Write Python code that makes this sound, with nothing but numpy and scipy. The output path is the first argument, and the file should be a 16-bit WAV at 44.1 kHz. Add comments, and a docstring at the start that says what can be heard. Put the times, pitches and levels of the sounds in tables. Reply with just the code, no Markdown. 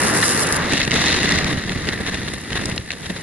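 """A skydive, in open air, from a helmet camera: two microphone ports in a plastic housing.
At first freefall air roars and spits right on the housing, with one knock on the helmet.
From 0.6 s the canopy opens overhead: its cloth flutters, flaps and snaps taut, and the roar drops away.
As the fall slows the rush weakens, leaving low buffeting and single flaps and snaps of cloth.
Near the end a harness fitting ticks close by."""
import sys
import numpy as np
from scipy import signal
from scipy.fft import rfft, irfft, next_fast_len
from scipy.io import wavfile

SR = 44100
rng = np.random.default_rng(int(sys.argv[2]) if len(sys.argv) > 2 else 0)


def generate_wav(sig):
    """Save sig (samples, or channels by samples) to the path in sys.argv[1] as 16-bit PCM at SR."""
    pcm = np.round(np.clip(np.atleast_2d(sig).T, -1, 1) * 32767).astype(np.int16)
    wavfile.write(sys.argv[1], SR, pcm)


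N = 142002
TIME = np.arange(N) / SR
FFT_SIZE = 2 * next_fast_len(N // 2 + 4096)
HZ = np.maximum(np.fft.rfftfreq(FFT_SIZE, 1 / SR), 1)
CUTOFF_HZ = 11020


def from_db(db):
    """Decibels to gain."""
    return 10 ** (np.asarray(db) / 20)


def level(curve):
    """Gain over time from (t/s, level/dB) points."""
    return from_db(np.interp(TIME, *np.transpose(curve)))


def across_hz(rows):
    """Each column of a table spread over log frequency."""
    hz, *columns = np.transpose(rows)
    return [np.interp(np.log(HZ), np.log(hz), column) for column in columns]


def flicker(rate_hz, depth_db):
    """Random swelling and sinking of mean power 1."""
    band = HZ / (HZ + rate_hz / 2) / (1 + (HZ / rate_hz) ** 4)
    wander = irfft(rfft(rng.standard_normal(FFT_SIZE)) * band, FFT_SIZE)[:N]
    gain = from_db(depth_db * np.clip(wander / wander.std(), -2.5, 2.5))
    return gain / np.sqrt(np.mean(gain ** 2))


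def port_noise():
    """Three white noises: shared, left port, right port."""
    return rng.standard_normal((3, N))


def bursts(rows, rise_s, fade_s):
    """Envelope of (t/s, length/s, level/dB) events that rise, hold and fade, added in power."""
    power = 0
    for start_s, length_s, db in rows:
        rise = np.clip((TIME - start_s) / rise_s + .5, 0, 1)
        fade = np.exp(-np.maximum(TIME - start_s - length_s, 0) / fade_s)
        power += (from_db(db) * rise * fade) ** 2
    return np.sqrt(power)


# the two microphone ports: (f/Hz, likeness/0-1, right lead/rad, left minus right/dB)
MIC_PORTS = [(80, .98, 0, -.4), (140, .88, 0, -.7), (260, .78, .05, -.3), (450, .84, .25, .3),
             (870, .57, 1.1, .7), (1170, .7, .7, 1.5), (1420, .52, 1.1, .5), (1900, .9, .1, -.3),
             (2700, .68, .15, 2), (3400, .55, .4, 1.5), (4200, .58, 2.4, 3), (5000, .35, 2.8, 3),
             (6000, .72, 3.3, 0), (7200, .5, 3.4, -2.5), (8500, .22, 3, -.5), (10800, .4, 2.8, .5)]

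def at_ports(shared, left, right):
    """Three spectra to stereo: the ports hear partly the same air, apart in phase and level."""
    alike, lead, balance_db = across_hz(MIC_PORTS)
    common, own = np.sqrt(alike) * shared, np.sqrt(1 - alike)
    left = (common + own * left) * from_db(balance_db / 2)
    right = (common * np.exp(1j * lead) + own * right) * from_db(-balance_db / 2)
    return irfft(np.array([left, right]), FFT_SIZE)[:, :N]


# resonances of the housing around the microphone: (f/Hz, half width/Hz, lift/dB)
HOUSING_MODES = [(1188, 37, 2), (1912, 354, 7), (2745, 203, 5.5), (3944, 605, 5), (6970, 640, 2.5),
                 (10120, 1150, 4.5)]

def housed(drive, colour):
    """Colour a source, ring it through the housing (power kept) and pick it up at both ports."""
    lift_db = sum(db * np.exp(-((HZ - hz) / width) ** 2) for hz, width, db in HOUSING_MODES)
    gain = from_db(across_hz(colour)[0] + lift_db)
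    gain /= np.sqrt(np.mean(gain ** 2 * (HZ < CUTOFF_HZ)))
    cepstrum = irfft(np.log(gain), FFT_SIZE)
    causal_phase = 2 * rfft(cepstrum[:FFT_SIZE // 2], FFT_SIZE).imag
    return at_ports(*rfft(drive, FFT_SIZE) * gain * np.exp(1j * causal_phase))


# knocks on the helmet, tick of a harness fitting: (t/s, length/s, level/dB)
HELMET_KNOCKS = [(.2255, 0.0036, -9.5), (2.887, .002, -32)]
HARNESS_TICKS = [(2.6558, .0025, -17)]
# their spectra: (f/Hz, relative level/dB)
KNOCK_COLOUR = [(400, -30), (1000, 3), (1450, 6.5), (2000, 3), (2600, -10), (4000, -3), (7000, -22)]
TICK_COLOUR = [(2000, -16), (3900, 1), (4400, -2), (5000, 12.5), (6200, 4), (7300, -5), (8600, 1),
               (11000, -4)]

def gear():
    """Dull knocks on the helmet that carries the microphone, and a bright tick of metal close by."""
    knocks = port_noise() * bursts(HELMET_KNOCKS, rise_s=.001, fade_s=.009)
    tick = port_noise() * bursts(HARNESS_TICKS, rise_s=.0005, fade_s=.0016)
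    return housed(knocks, KNOCK_COLOUR) + housed(tick, TICK_COLOUR)


# rush and low buffeting under the canopy: (t/s, level/dB)
RUSH_LEVEL = [(.55, -60), (.72, -24.5), (.8, -26), (.89, -26.5), (.94, -21), (1.05, -23), (1.38, -21),
              (1.55, -26), (1.65, -31), (1.9, -27.5), (2.2, -30), (2.42, -35), (2.6, -27.5), (2.74, -31),
              (2.83, -39.5), (3.0, -37.5), (3.22, -32)]
BUFFET_LEVEL = [(0, -40), (.3, -40), (.65, -28.5), (.87, -30), (.96, -27), (1.2, -29.5), (1.38, -23),
                (1.55, -25.5), (1.64, -32.5), (1.72, -24.5), (1.98, -32), (2.28, -28.5), (2.42, -38),
                (2.55, -28.5), (2.7, -27.5), (2.81, -33), (2.87, -40.5), (3.0, -34), (3.22, -36)]
# deep bumps of air, heavy gusts on the housing: (t/s, length/s, level/dB)
AIR_BUMPS = [(.93, 0.014, -32), (1.51, 0.021, -24), (2.645, .025, -32)]
GUST_THUMPS = [(.042, 0.013, -19), (.142, 0.012, -23), (.72, 0.019, -16.5), (.874, 0.0053, -16),
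               (.928, 0.027, -18.5), (1.17, 0.0083, -23), (1.517, 0.012, -24.5), (1.68, 0.034, -27.5),
               (1.88, 0.013, -25.5), (1.932, 0.0083, -24), (2.003, 0.0068, -20.5), (2.135, 0.011, -24),
               (2.335, 0.0036, -24), (2.622, 0.01, -28), (2.68, 0.0091, -21.5), (2.76, 0.012, -28),
               (2.962, .008, -33), (3.096, 0.015, -23)]
# their spectra: (f/Hz, relative level/dB)
RUSH_COLOUR = [(50, -25.5), (130, 8), (200, 10.5), (330, 7.5), (600, -3), (1000, -4), (1900, -1.5),
               (3000, -12), (5000, -13), (8000, -32), (11000, -24.5)]
BUFFET_COLOUR = [(20, -10), (42, -7.5), (70, 3), (110, 0), (190, -1.5), (320, -9.5), (500, -17), (900, -29),
                 (3000, -46)]
THUMP_COLOUR = [(30, -21), (80, -10), (170, 2.5), (320, 0.5), (500, -7.5), (1000, -18.5), (3000, -31.5)]

def slipstream():
    """Rough air rushes past the helmet, buffets the microphone and thumps the housing in gusts."""
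    rise_s, fade_s = .0033, .0035
    rush = port_noise() * level(RUSH_LEVEL) * flicker(rate_hz=98, depth_db=2.5)
    buffet_gain = np.hypot(level(BUFFET_LEVEL), bursts(AIR_BUMPS, rise_s, fade_s))
    buffet = port_noise() * buffet_gain * flicker(rate_hz=40, depth_db=3)
    thumps = port_noise() * bursts(GUST_THUMPS, rise_s, fade_s)
    return housed(rush, RUSH_COLOUR) + housed(buffet, BUFFET_COLOUR) + housed(thumps, THUMP_COLOUR)


# freefall roar, hiss of fast air tearing at the housing: (t/s, level/dB)
ROAR_LEVEL = [(0, -18), (.14, -18.5), (.2, -19.5), (.25, -21.5), (.33, -20), (.5, -20), (.62, -21),
              (.72, -25.5), (.78, -42), (1.0, -64)]
HISS_LEVEL = [(0, -22.5), (.09, -20.5), (.125, -28.5), (.16, -17), (.2, -23), (.25, -17.5), (.32, -19.5),
              (.35, -23), (.43, -19.5), (.45, -29), (.56, -25.5), (.58, -38), (1.3, -45), (1.6, -43.5),
              (2.7, -41), (2.82, -46), (3.22, -41)]
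# short spits of hiss: (t/s, length/s, level/dB)
HISS_SPITS = [(.426, 0.0066, -19.5), (.469, 0.0034, -20.5), (.524, 0.0014, -8), (.561, 0.0078, -19.5),
              (1.521, .003, -32), (2.335, 0.0034, -26.5), (2.697, 0.0036, -31), (2.76, .004, -30)]
# their spectra: (f/Hz, relative level/dB)
ROAR_COLOUR = [(40, -31), (80, 2.5), (150, 8), (280, 7), (480, 4.5), (700, 0.5), (1150, 2), (1650, 1),
               (2000, -5), (2800, -9.5), (4000, -21.5), (7000, -29), (11000, -43)]
HISS_COLOUR = [(1000, -17), (2500, -13), (4000, -10.5), (5000, 0.5), (6500, -3.5), (8500, -4), (11000, 0)]

def freefall():
    """Full-speed turbulence right at the microphone, with a sputtering hiss on top."""
    roar = port_noise() * level(ROAR_LEVEL) * flicker(rate_hz=120, depth_db=1)
    spits = bursts(HISS_SPITS, rise_s=.00085, fade_s=.00082)
    hiss = port_noise() * np.hypot(level(HISS_LEVEL) * flicker(rate_hz=200, depth_db=3.5), spits)
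    return housed(roar, ROAR_COLOUR) + housed(hiss, HISS_COLOUR)


def creases(per_s=2200, spread_db=4, bed_db=-2):
    """Creases flick over as dense uneven clicks on a bed of cloth noise; rms 1."""
    sizes = from_db(spread_db * np.minimum(rng.exponential(1, N), 3))
    clicks = sizes * (rng.random(N) < per_s / SR) * rng.choice([-1, 1], (3, N))
    cloth = clicks / clicks.std() + from_db(bed_db) * port_noise()
    return cloth / cloth.std()


# running flutter of the cloth overhead: (t/s, level/dB)
FLUTTER_LEVEL = [(.55, -31), (.7, -27), (.83, -24), (.86, -31.5), (.905, -36), (.93, -22.5), (1.0, -21),
                 (1.08, -17.5), (1.2, -23), (1.33, -23), (1.39, -22), (1.43, -31.5), (1.65, -34),
                 (1.85, -33), (1.98, -40), (2.18, -33), (2.42, -40), (2.6, -35), (2.83, -42.5),
                 (3.22, -39.5)]
# single flaps: (t/s, length/s, level/dB)
CLOTH_FLAPS = [(.708, 0.051, -23.5), (.77, 0.0075, -17.5), (.8, 0.0073, -15), (.829, 0.012, -24.5),
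               (.874, 0.0022, -25), (.957, 0.0047, -13), (1.011, 0.011, -18.5), (1.093, 0.018, -21.5),
               (1.238, 0.021, -20), (1.305, 0.011, -17), (1.466, 0.018, -22), (1.494, 0.018, -23.5),
               (1.527, 0.0055, -24), (1.572, 0.015, -27.5), (1.718, 0.0037, -21), (1.872, 0.025, -26),
               (1.922, 0.018, -27), (2.005, 0.014, -30.5), (2.062, 0.034, -23), (2.125, 0.034, -28),
               (2.277, 0.012, -25), (2.336, 0.0078, -27.5), (2.502, 0.0061, -25.5), (2.52, 0.012, -26),
               (2.553, 0.026, -21.5), (2.611, 0.0073, -26.5), (2.69, 0.0096, -26.5), (2.713, 0.013, -31.5),
               (2.906, 0.0064, -28.5), (2.926, .009, -28.5), (3.03, 0.035, -34), (3.058, 0.0075, -26.5),
               (3.097, 0.0086, -25.5), (3.161, 0.013, -30)]
# their spectra: (f/Hz, relative level/dB)
FLUTTER_COLOUR = [(150, -9.5), (600, 2), (1200, -4), (1900, -2), (2600, -2.5), (4000, -0.5), (6500, -4),
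                  (8000, -15), (11000, -14.5)]
FLAP_COLOUR = [(120, -14), (300, 4), (700, 1), (1200, -3.5), (1600, 1.5), (2600, -4), (3700, -1),
               (4600, -7.5), (6000, -7.5), (8000, -17), (11000, -13.5)]

def canopy():
    """Cloth above the microphone creases in a running flutter and single, fuller flaps."""
    flutter = creases() * level(FLUTTER_LEVEL) * flicker(rate_hz=117, depth_db=2)
    flap_gain = bursts(CLOTH_FLAPS, rise_s=.0011, fade_s=.0029)
    flaps = creases() * flap_gain * flicker(rate_hz=330, depth_db=1)
    return housed(flutter, FLUTTER_COLOUR) + housed(flaps, FLAP_COLOUR)


# housing resonances rung by flicks of cloth: (f/Hz, nominal level/dB re the flutter, ring time/s)
FLICK_MODES = [(1953, 2, 0.0032), (3710, 3, 0.0015)]

def flicks(per_mode_per_s=90, spread_db=3):
    """Random flicks within the flutter, each ringing one resonance of the housing."""
    rings, age = np.zeros(N), TIME[:1024]
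    for hz, level_db, fade_s in FLICK_MODES:
        onsets = rng.random(N) < per_mode_per_s / SR
        sizes = from_db(level_db + spread_db * rng.uniform(-2.5, 1, N)) * level(FLUTTER_LEVEL)
        hits = onsets * sizes * rng.choice([-1, 1], N)
        ring = np.sin(2 * np.pi * hz * age) * np.exp(-age / fade_s)
        rings += signal.fftconvolve(hits, ring)[:N]
    return rings


def snap_pop(age, edge_hz, rise_s=.00057, fade_s=.0014):
    """The crack of one snap (shared, left, right): a noise pop of equal energy at any brightness."""
    noise = rng.standard_normal((3, len(age)))
    pop = noise * np.minimum(age / rise_s, 1) * np.exp(-age / fade_s)
    pop = signal.sosfilt(signal.butter(3, edge_hz, fs=SR, output="sos"), pop)
    return pop / np.sqrt(np.sum(pop ** 2, axis=1, keepdims=True) / (fade_s * SR))


def snap_ring(age, hz, rise_s=.00054, fade_s=.0018):
    """The few cycles of ring within one snap."""
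    return np.sin(2 * np.pi * hz * age) * (1 - np.exp(-age / rise_s)) * np.exp(-age / fade_s)


# the canopy cracks taut: (t/s, relative level/dB, upper edge f/Hz, ring f/Hz)
CANOPY_SNAPS = [(.723, -10.5, 8000, 2400), (0.734, -7.5, 9000, 2660), (0.778, -10.5, 8000, 2880),
                (0.8083, -11, 3000, 2020), (.815, -6, 4530, 2520), (0.8364, -11.5, 5000, 2650),
                (0.85, -14, 7500, 2530), (0.877, -8, 3560, 1880), (0.9095, -9.5, 6500, 2220),
                (0.916, -6, 4500, 2100), (0.94, -8, 9000, 3770), (.9762, -14, 9000, 3830),
                (1.06, -8.5, 10000, 2600), (1.072, -13, 3500, 2190), (1.1242, -13, 4500, 3600),
                (1.163, -12, 7460, 3800), (1.231, -8, 9000, 1990), (1.291, -6, 6540, 2870),
                (1.321, -4.5, 7500, 2000), (1.357, -14, 7000, 1800), (1.386, -9.5, 7400, 1950),
                (1.4438, -11, 8000, 3620), (1.6939, -11.5, 3800, 1870), (1.888, -9, 4500, 1830),
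                (2.144, -13.5, 4500, 3670), (2.5055, -26, 3500, 1890), (2.53, -13, 4170, 3030),
                (2.715, -18, 3500, 1930), (2.778, -11, 5200, 4070), (2.9043, -10, 3500, 2450),
                (2.917, -15, 6200, 4200), (3.062, -19.5, 3800, 1880)]
# spectrum of the pops: (f/Hz, relative level/dB)
SNAP_COLOUR = [(200, -7.5), (1000, -13.5), (2000, -0.5), (2700, 0), (4000, -2), (5500, 3), (8000, -2.5),
               (11000, -8)]

def snaps(length_s=.015, pop_db=-8, ring_db=-2):
    """Cloth pulled taut overhead: each snap is a pop through the housing and a ring in the centre."""
    pops, rings = np.zeros((3, N)), np.zeros(N)
    age = TIME[:int(length_s * SR)]
    for start_s, level_db, edge_hz, ring_hz in CANOPY_SNAPS:
        start = int(start_s * SR)
        span = slice(start, start + len(age))
        pops[:, span] += from_db(level_db + pop_db) * snap_pop(age, edge_hz)
        rings[span] += from_db(level_db + ring_db) * snap_ring(age, ring_hz)
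    return housed(pops, SNAP_COLOUR) + rings


def scene():
    """Air and gear close to the helmet microphone, the canopy above it."""
    return freefall() + slipstream() + canopy() + flicks() + snaps() + gear()


def record(dry, overload=.6):
    """The camera flattens peaks towards the overload level (full scale 1) and cuts the top treble."""
    flattened = dry / (1 + (dry / overload) ** 4) ** .25
    return signal.sosfilt(signal.cheby1(16, .3, CUTOFF_HZ, fs=SR, output="sos"), flattened)


dry = scene()
out = record(dry)
generate_wav(out)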